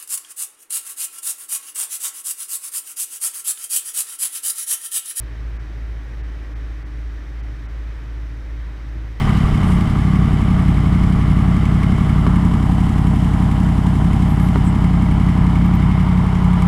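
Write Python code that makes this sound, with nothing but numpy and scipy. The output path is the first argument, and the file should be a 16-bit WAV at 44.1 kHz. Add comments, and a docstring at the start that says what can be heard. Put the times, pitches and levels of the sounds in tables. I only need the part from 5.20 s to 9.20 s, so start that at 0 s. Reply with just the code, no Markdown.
"""A four-bladed fan hums in a wooden room full of rocking chairs, beating slowly against a second motor.
Thin machine whines waver above it. Air rushes through the ventilation with faint hollow resonances,
over a fine hiss, and the treble dips briefly a few times. Near the end a gliding chair rumbles softly
on the floor."""
import sys
import numpy as np
from scipy import signal
from scipy.fft import rfft, irfft
from scipy.io import wavfile

SR = 44100
rng = np.random.default_rng(int(sys.argv[2]) if len(sys.argv) > 2 else 0)


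def master_out(mix):
    """Clip the mix to full scale and print it as 16-bit PCM to the path in sys.argv[1]."""
    frames = np.transpose(np.atleast_2d(mix))
    ceiling = np.clip(frames, -1, 1)
    pcm = np.round(ceiling * 32767).astype(np.int16)
    wavfile.write(sys.argv[1], SR, pcm)


N = 176400

SHAFT_HZ, SHAFT_WANDER_HZ, BLADES = 13.708, 0.0038, 4
MOTOR_HZ, MOTOR_DB, BEAT_CREST_S = 57.41, -40.5, .29
WHINE_WANDER_HZ, WHINE_WAVER_DB = 0.16, 0.75
AIR_DB, HISS_DB = -40, -62

# the fan's strong partials: (multiple of the shaft rate, level [dB])
FAN_PARTIALS = [(4, -27.4), (5, -48), (8, -44.4), (12, -60), (15, -65), (18, -60.5), (19, -65), (21, -66),
                (24, -62), (27, -69), (30, -65), (32, -71), (33, -71), (35, -69), (36, -69.5), (40, -66.5),
                (42, -71), (43, -71), (45, -70), (52, -73), (56, -69.5), (60, -73), (62, -74), (74, -71.5),
                (78, -72.5), (81, -74), (84, -67.5), (90, -70), (94, -75), (100, -69), (102, -73),
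                (110, -70), (119, -71.5), (121, -69.5), (130, -71.5), (138, -70.5), (151, -75), (177, -77)]
# the faint whirr of its weaker partials: (frequency [Hz], typical level [dB])
FAN_WHIRR = [(150, -70), (400, -75.5), (800, -79.5), (1400, -81.5), (1900, -81), (2500, -87), (3400, -100)]
# machine whines, lowest first: (pitch [Hz])
WHINE_PITCHES = [293.4, 315.3, 459.4, 3709, 6222]
# their balance: (base level [dB])
WHINE_LEVELS = [-53, -60, -69, -71.5, -82]
# fader ride on the lowest whine: (time [s], gain [dB])
LOW_WHINE_RIDE = [(0, -2.5), (.9, -3), (1.3, 1.5), (1.65, 2.5), (2.1, 3), (2.8, -1), (3.35, 2.5),
                  (3.49, -9), (3.6, 1.5), (4, -0.5)]
# tone of the rushing air: (frequency [Hz], relative level [dB])
AIR_EQ = [(15, -19), (25, -14), (36, 2.5), (41, 1), (49, -6), (68, 3), (82, -2), (100, -3), (125, -1.5),
          (145, -6), (190, -11.5), (220, -15), (260, -10), (320, -10.5), (400, -14.5), (520, -19),
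          (640, -19.5), (800, -21), (1300, -20.5), (1600, -20), (1900, -19.5), (2350, -22.5), (2750, -28.5),
          (3150, -29.5), (3600, -31.5), (4500, -38), (6000, -44), (9000, -77)]
# slight swells of the rush: (time [s], gain [dB])
AIR_RIDE = [(0, 0.5), (.6, 0.26), (1.35, .3), (1.75, -0.9), (2.2, 0), (2.55, 0.5), (2.9, 0), (3.1, -1.3),
            (3.45, 0.5), (4, 0.1)]
# hollow resonances of ducts and room: (centre [Hz], width [Hz], boost [dB])
ROOM_MODES = [(122, 14, 7.5), (165, 7, 8), (825, 16, 3), (957, 18, 3), (1545, 30, 3), (1780, 28, 4.5),
              (1930, 70, 3.8), (2525, 35, 3), (3070, 120, 3.2), (3905, 61, 5.5), (4555, 100, 5.3),
              (5730, 90, 3.8), (6220, 130, 3)]
# tone of the hiss: (frequency [Hz], relative level [dB])
HISS_EQ = [(2000, -10), (4000, -2), (4450, -1.5), (4850, -2), (5200, .8), (5650, 1), (6000, -2.5),
           (6500, -5), (6850, -7.5), (7150, -6), (7450, -8.5), (8200, -7.3), (8700, -10), (9250, -9.5),
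           (9900, -14), (10450, -18), (10900, -14.3), (11400, -14), (11850, -9), (12350, -15.8),
           (12900, -11.4), (13350, -17.5), (14000, -19.3), (15500, -21.5)]
# brief dips in the treble: (time [s], shelf edge [Hz])
TREBLE_DIPS = [(.385, 2900), (1.0255, 3300), (1.3455, 2350), (1.6445, 3400), (2.221, 4000), (2.4765, 3300)]
# glides of the chair: (peak time [s], half-length [s], peak level [dB], tilt [dB/octave])
CHAIR_GLIDES = [(3.768, .024, -35.5, -1.5), (3.812, .024, -42, 9), (3.846, .02, -32.5, -7)]
# body of chair and floorboards: (centre [Hz], width [Hz], relative level [dB])
WOOD_MODES = [(109, 40, 7), (243, 67, -7), (315, 53, -5)]


def from_db(db):
    """Decibels to gain."""
    return 10 ** (np.asarray(db) / 20)


def rms_one(x):
    """Scale to unit power."""
    return x / np.sqrt(np.mean(x ** 2) + 1e-20)


def seconds():
    """Time of every sample."""
    return np.arange(N) / SR


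def bin_hz():
    """Frequency of every spectral bin."""
    return np.maximum(np.arange(N // 2 + 1) * SR / N, 1)


def eq_db(points):
    """An EQ curve: straight lines over log frequency."""
    hz, db = np.transpose(points)
    return np.interp(np.log(bin_hz()), np.log(hz), db)


def ride_db(points):
    """A fader ride: straight lines over time."""
    return np.interp(seconds(), *np.transpose(points))


def noise(gain):
    """Noise shaped by a gain per frequency; rms 1."""
    return rms_one(irfft(rfft(rng.standard_normal(N)) * gain, N))


def drift(rate_hz):
    """Slow random modulation; rms 1."""
    return noise(1 / (1 + (bin_hz() / rate_hz) ** 2))


def wander(spread_hz, rate_hz):
    """Turns gained or lost by a speed that is not quite steady."""
    return np.cumsum(spread_hz * drift(rate_hz)) / SR


def bell(hz, width_hz):
    """The curve of one resonance, 1 at its peak."""
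    return 1 / (1 + (2 * (bin_hz() - hz) / width_hz) ** 2)


def tone(turns, db):
    """A sine of the given rms level."""
    return np.sqrt(2) * from_db(db) * np.cos(2 * np.pi * turns)


def fan(shaft_turns):
    """The fan repeats one pattern on every turn: a low blade hum with a faint whirr above."""
    partials = np.zeros(4097, complex)
    phases = np.exp(2j * np.pi * rng.random(len(partials)))
    phases[[BLADES, 2 * BLADES]] = 1   # each passing blade gives one push
    weak = np.arange(11, 250)
    whirr_db = np.interp(weak * SHAFT_HZ, *np.transpose(FAN_WHIRR))
    partials[weak] = from_db(whirr_db + 3 * rng.standard_normal(len(weak)))   # 3 dB of scatter
    for multiple, db in FAN_PARTIALS:
        partials[multiple] = from_db(db)
    one_turn = irfft(partials * phases, norm="forward") / np.sqrt(2)
    turns = SHAFT_HZ * (seconds() - BEAT_CREST_S) + shaft_turns + wander(SHAFT_WANDER_HZ, rate_hz=1.7)
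    return np.interp(turns, np.arange(len(one_turn)) / len(one_turn), one_turn, period=1)


def motor(shaft_turns):
    """A second motor hums just sharp of the blade tone and beats with it, in step at BEAT_CREST_S."""
    return tone(MOTOR_HZ * (seconds() - BEAT_CREST_S) + BLADES * shaft_turns, MOTOR_DB)


def whines():
    """Thin machine tones that waver in pitch and level; the lowest swells after the first second."""
    levels = [WHINE_LEVELS[0] + ride_db(LOW_WHINE_RIDE), *WHINE_LEVELS[1:]]
    mix = np.zeros(N)
    for hz, db in zip(WHINE_PITCHES, levels):
        wobble = wander(WHINE_WANDER_HZ, rate_hz=3.7) * hz / min(WHINE_PITCHES)   # wider higher up
        mix += tone(hz * seconds() + wobble, db + WHINE_WAVER_DB * drift(rate_hz=7.4))
    return mix


def room_db(ripple_db=.55, decay_s=.008):
    """Room colour: duct and room resonances, plus the fine ripple of early reflections off wood."""
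    resonances = sum(db * bell(hz, width) for hz, width, db in ROOM_MODES)
    reflections = rng.standard_normal(N) * np.exp(-seconds() / decay_s)
    return resonances + ripple_db * rms_one(rfft(reflections).real)


def air():
    """Turbulent air in the ventilation, coloured by ducts and room, gently swelling."""
    return from_db(AIR_DB + ride_db(AIR_RIDE)) * noise(from_db(eq_db(AIR_EQ) + room_db()))


def hiss():
    """Fine, even hiss on top, coloured by the same room."""
    return from_db(HISS_DB) * noise(from_db(eq_db(HISS_EQ) + room_db()))


def treble_dips(bed, fade_s=.0145, depth_db=30, slope_octaves=.6):
    """For a moment the treble ducks almost to nothing and comes straight back."""
    for at_s, edge_hz in TREBLE_DIPS:
        duck = (1 - from_db(-depth_db)) * np.maximum(1 - abs(seconds() - at_s) / fade_s, 0)
        shelf = (1 + np.tanh(2 * np.log2(bin_hz() / edge_hz) / slope_octaves)) / 2
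        bed = bed - duck * irfft(rfft(bed) * shelf, N)
    return bed


def chair():
    """Each glide is a soft swell of rolling noise in the modes of chair and floor, duller or brighter."""
    body = sum(from_db(db) * bell(hz, width) for hz, width, db in WOOD_MODES)
    pitches = np.array(WOOD_MODES)[:, 0]
    octaves = np.log2(np.clip(bin_hz(), pitches.min(), pitches.max()))   # tilt only across the modes
    rumble = np.zeros(N)
    for at_s, half_s, db, tilt in CHAIR_GLIDES:
        swell = from_db(db) * np.exp(-((seconds() - at_s) / half_s) ** 2)
        rumble += swell * noise(body * from_db(tilt * octaves))
    return rumble


def scene():
    """The mono mix: hum and chair over a bed of whines, air and hiss. Only the bed's treble dips."""
    shaft_turns = rng.random()   # where the shaft stands at the crest of the beat
    hum = fan(shaft_turns) + motor(shaft_turns)
    rumble = chair()
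    bed = treble_dips(whines() + air() + hiss())
    return (hum + rumble + bed)[None]


def record(dry, cutoff_hz=15720):
    """A steep high cut, with a pre-roll so the filter has settled when the sound starts."""
    pre_rolled = np.pad(dry, ((0, 0), (N // 10, 0)), mode="reflect")
    high_cut = signal.ellip(12, .1, 80, cutoff_hz, fs=SR, output="sos")
    return signal.sosfilt(high_cut, pre_rolled)[:, -N:]


dry = scene()
out = record(dry)
master_out(out)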